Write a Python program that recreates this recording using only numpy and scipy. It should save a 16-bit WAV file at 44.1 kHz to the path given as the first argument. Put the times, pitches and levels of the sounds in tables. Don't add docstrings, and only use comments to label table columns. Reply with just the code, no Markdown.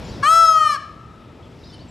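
import sys
import numpy as np
from scipy import signal
from scipy.fft import rfft, irfft
from scipy.io import wavfile
from scipy.ndimage import uniform_filter1d

SR = 44100
rng = np.random.default_rng(int(sys.argv[2]) if len(sys.argv) > 2 else 0)


def master_out(mix):
    frames = np.transpose(np.atleast_2d(mix))
    ceiling = np.clip(frames, -1, 1)
    pcm = np.round(ceiling * 32767).astype(np.int16)
    wavfile.write(sys.argv[1], SR, pcm)


def rack_gain(trim_db):
    fader = np.asarray(trim_db, float)
    return 10 ** (fader / 20)


N = 83790

# frequency [hz], density_db [dB per Hz]
AIR_SPECTRUM = [(24, -40), (40, -8.5), (108, -1), (443, -15.5), (582, -17.5), (1290, -26.5), (1420, -27.5),
                (3390, -31.5), (15000, -60.5)]
# start_s [s], length_s [s], first_hz [Hz], middle_hz [Hz], last_hz [Hz]
BIRD_CALLS = [(.015, .03, 5400, 5350, 5200), (.04, .022, 7100, 7100, 7050), (.075, .03, 7100, 7100, 7050),
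              (.086, .035, 4300, 4600, 4200), (.122, .03, 4200, 3900, 3950), (.14, .04, 3750, 3500, 3350),
              (1.423, .04, 2950, 3450, 2850), (1.646, .034, 4850, 4950, 5150),
              (1.635, .015, 3700, 4000, 4700), (1.663, .05, 4500, 3750, 3550),
              (1.692, .03, 4800, 5300, 4850), (1.716, .034, 3750, 4700, 3800),
              (1.724, .03, 2850, 3100, 2850), (1.748, .025, 2950, 3050, 2900),
              (1.79, .035, 3700, 4400, 4650), (1.735, .014, 9400, 9400, 9300),
              (1.885, .015, 7500, 7500, 7450)]
# time_s [s], pitch_hz [Hz]
HONK_PITCH = [
    (.237, 554.1),
    (.275, 623.0),
    (.301, 647.3),
    (.342, 661.1),
    (.4, 662.8),
    (.6, 626.4),
    (.684, 601.7),
    (.74, 570.9),
    (.78, 520),
]
# time_s [s], level_db [dB], overtone_slope_db [dB per octave], beak_opening [0-1],
# hoarseness_db [dB]
HONK_EFFORT = [
    (.226, -23, -3.0, 0.7, -15),
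    (.234, -6.5, -2.36, 0.36, -19.5),
    (.29, -4.5, 1.38, .25, -13.5),
    (.34, -2, 1.63, 0.72, -18),
    (.47, -1.5, 0.04, 0.8, -25),
    (.6, -2.5, -1.5, 0.48, -30),
    (.72, -7, 1.5, 0.56, -30),
    (.762, -9, -0.65, 0.56, -30),
    (.778, -40, 1, 0.3, -15),
]
# overtone_number [1], level_db [dB]
MEMBRANE_PULSE = [(1, -2.14), (3, 6.5), (4, 3.5), (5, 2.05), (6, -1.5), (7, -7.5), (8, -0.6), (9, 0),
                  (10, 4.6), (12, -2.3), (27, -14.2)]
# centre_hz [Hz], width_hz [Hz], shut_beak_db [dB], open_beak_gain_db [dB]
THROAT_RESONANCES = [(703, 93, -14, 7), (1297.7, 272, 1.1, -4.15), (1610, 150, -42, -29),
                     (2520, 540, -10.5, -10.5), (2973, 260, -14, -4.5), (4180, 330, -12, 4.5),
                     (5210, 630, -33.5, 27), (6404, 180, -24, -1.5), (7560, 200, -26.5, -5.5),
                     (8470, 1050, -18.5, -14), (9840, 1100, -60, -19), (10370, 700, -40, 15),
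                     (11300, 2700, -35, 3), (13300, 2200, -34, -12)]
# centre_hz [Hz], width_hz [Hz], share_removed [0-1]
THROAT_POCKETS = [(1924, 142, .85), (2547, 600, 0.84), (3765, 440, 1), (4800, 420, 0.89), (5830, 540, 0.63)]
# frequency_hz [Hz], left_minus_right_db [dB]
MICROPHONE_TILT = [(60, -3.5), (130, 1.0), (290, 3), (640, 5), (1400, 5.0), (3080, 2), (6760, 1),
                   (14900, 2.5)]

TIME_S = np.arange(N) / SR
OPPOSED = np.array([[1], [-1]])


def in_time(rows):
    time_s, *columns = np.transpose(rows)
    return [np.interp(TIME_S, time_s, column) for column in columns]


def at_hz(points, hz):
    table_hz, table_db = np.transpose(points)
    return np.interp(np.log(hz), np.log(table_hz), table_db)


def rms_one(x):
    return x / np.sqrt(np.mean(x ** 2) + 1e-20)


def drift(rate_hz):
    r = np.exp(-2 * np.pi * rate_hz / SR)
    slow = signal.lfilter([1], [1, -2 * r, r * r], rng.standard_normal(N + SR))
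    return rms_one(slow[SR:])


def resonance(x, hz, width_hz):
    r = np.exp(-np.pi * width_hz / SR)
    zeros = np.array([1, 0, -1]) * (1 - r * r) / 2
    return signal.lfilter(zeros, [1, -2 * r * np.cos(2 * np.pi * hz / SR), r * r], x)


def delayed(x, delay_s):
    return np.interp(np.arange(N) - delay_s * SR, np.arange(N), x)


def scatter(x, t60_s, cut_hz, start_s):
    decay = rack_gain(-60 * TIME_S / t60_s) * np.clip(TIME_S / start_s - 1, 0, 1)
    mid, side = rng.standard_normal((2, N)) * decay
    tail = signal.lfilter(*signal.butter(1, cut_hz, fs=SR), mid + 0.17 * side * OPPOSED)
    tail = tail / np.sqrt(np.sum(tail[0] ** 2))
    return irfft(rfft(tail, 2 * N) * rfft(x, 2 * N))[:, :N]


def air():
    level_db, side_db, patchy_db, rumble_cut_hz = -32.5, -17.5, -1, 34
    out, white = 0, rng.standard_normal((2, 2, N + SR))
    edges_hz = 22 * 2 ** np.arange(0, 10, .5)
    for k, (low, high) in enumerate(zip(edges_hz, edges_hz[1:])):
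        band = signal.butter(2, [low, high], "band", fs=SR, output="sos")
        mid, side = signal.sosfilt(band, white[k % 2])[:, SR:]
        gain = rack_gain(at_hz(AIR_SPECTRUM, np.sqrt(low * high)) + patchy_db * drift(2.4))
        out = out + gain * (mid + rack_gain(side_db) * side * OPPOSED)
    high_pass = signal.butter(2, rumble_cut_hz, "high", fs=SR, output="sos")
    return signal.sosfilt(high_pass, rack_gain(level_db) * rms_one(out))


def engine():
    drone = resonance(rng.standard_normal(N + SR), 118.3, 11)[SR:]
    return rack_gain(-43) * rms_one(drone)


def birds():
    level_db, nearing_db_per_s, tilt_db, flutter_db = -49, 4.5, -8, 2.5
    out = np.zeros(N + SR)
    for start_s, length_s, first_hz, middle_hz, last_hz in BIRD_CALLS:
        u = np.linspace(-1, 1, int(length_s * SR))
        hz = middle_hz + u * (last_hz - first_hz) / 2 + u * u * ((first_hz + last_hz) / 2 - middle_hz)
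        remote = abs(np.log2(middle_hz / 4800)) / 2 + max(np.log2(middle_hz / 5500), 0)
        gain = rack_gain(level_db + nearing_db_per_s * start_s + tilt_db * remote) * np.sqrt(1 - u ** 4)
        start = int(start_s * SR)
        out[start:start + len(u)] += gain * np.sin(2 * np.pi * np.cumsum(hz) / SR)
    return out[:N] * rack_gain(flutter_db * drift(42))


def bird_echoes(chirps):
    return rack_gain(-7) * scatter(resonance(chirps, 3100, 4000), .3, 5200, 0.0033)


def flock():
    centre_hz, width_hz, spread_s = 4970, 1650, 0.15
    swell = 0
    for peak_s, level_db in ((0.12, -50.5), (1.698, -49.5)):
        swell = swell + rack_gain(level_db) * np.exp(-((TIME_S - peak_s) / spread_s) ** 2)
    blur = resonance(rng.standard_normal(N), centre_hz, width_hz)
    return swell * rms_one(resonance(blur, centre_hz, width_hz))


def honk():
    waver, patchy_db, patch_hz = .0003, 1.6, 9
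    hz = uniform_filter1d(in_time(HONK_PITCH)[0], size=800) * (1 + waver * drift(25))
    level_db, slope_db, opening, hoarse_db = in_time(HONK_EFFORT)
    phase = 2 * np.pi * np.cumsum(hz) / SR
    pulses = 0
    for k in range(1, 28):
        overtone_db = np.interp(k, *np.transpose(MEMBRANE_PULSE)) + np.log2(max(k, 2) / 2) * slope_db
        overtone_db = overtone_db + np.log2(max(k, 8) / 8) * 2 * patchy_db * drift(patch_hz)
        pulses = pulses + rack_gain(overtone_db) * np.cos(k * phase)
    hiss = rng.standard_normal(N) * (1 + np.cos(phase))
    sounding = level_db > level_db[0]
    source = rack_gain(level_db) * sounding * (np.sqrt(2) * pulses + 4 * rack_gain(hoarse_db) * hiss)
    out = 0
    for centre_hz, width_hz, shut_db, open_db in THROAT_RESONANCES:
        formant = resonance(resonance(source, centre_hz, width_hz), centre_hz, width_hz)
        out = out + rack_gain(shut_db + open_db * opening) * formant
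    return out


def pockets(x):
    for hz, width_hz, share in THROAT_POCKETS:
        x = x - np.clip(share, 0, 1) * resonance(x, hz, width_hz)
    return x


def ground_echo(call):
    return rack_gain(-10) * signal.lfilter([1, -1], [1, -.6], delayed(call, .0039))


def wall_echo(call):
    turn_db, turn_from_s, turn_s = 13, 0.52, .16
    turn_back_s, turn_back_db_per_s = .66, 55
    facing_db = turn_db * np.clip((TIME_S - turn_from_s) / turn_s, 0, 1)
    facing_db = facing_db - turn_back_db_per_s * np.maximum(TIME_S - turn_back_s, 0)
    late = delayed(call * rack_gain(facing_db), .04)
    return rack_gain(-12) * resonance(late, 1260, 100) + rack_gain(-25.5) * late


def tree_echoes(call):
    near = rack_gain(-18.5) * scatter(call, 0.53, 4000, 0.04)
    far = rack_gain(-35) * scatter(call, 1.9, 1800, 0.09)
    return near + far


def scene():
    chirps = birds()
    call = pockets(honk())
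    background = air() + engine() + flock() + chirps + bird_echoes(chirps)
    return background + call + ground_echo(call) + wall_echo(call) + tree_echoes(call)


def low_pass(x):
    return signal.sosfilt(signal.butter(12, 15460, fs=SR, output="sos"), x)


def record(dry):
    duck_from_db, duck_share, attack_s, recover_db_per_s = -21.5, 0.49, 0.0075, 2.5
    tilt_db = at_hz(MICROPHONE_TILT, np.maximum(np.fft.rfftfreq(N, 1 / SR), 1)) / 2
    x = irfft(rfft(dry) * rack_gain(tilt_db * OPPOSED), N)
    level_db = 10 * np.log10(uniform_filter1d(np.mean(x ** 2, axis=0), size=400) + 1e-12)
    ramp_db = recover_db_per_s * TIME_S
    wanted_db = duck_share * np.maximum(level_db - duck_from_db, 0)
    duck_db = np.maximum.accumulate(wanted_db + ramp_db) - ramp_db
    r = np.exp(-1 / (attack_s * SR))
    x = x * rack_gain(-signal.lfilter([1 - r], [1, -r], duck_db))
    x = 2.5 * np.tanh(x / 2.5)
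    x = signal.sosfilt(signal.cheby2(12, 70, 15900, fs=SR, output="sos"), x)
    return low_pass(x)


dry = scene()
out = record(dry)
master_out(out)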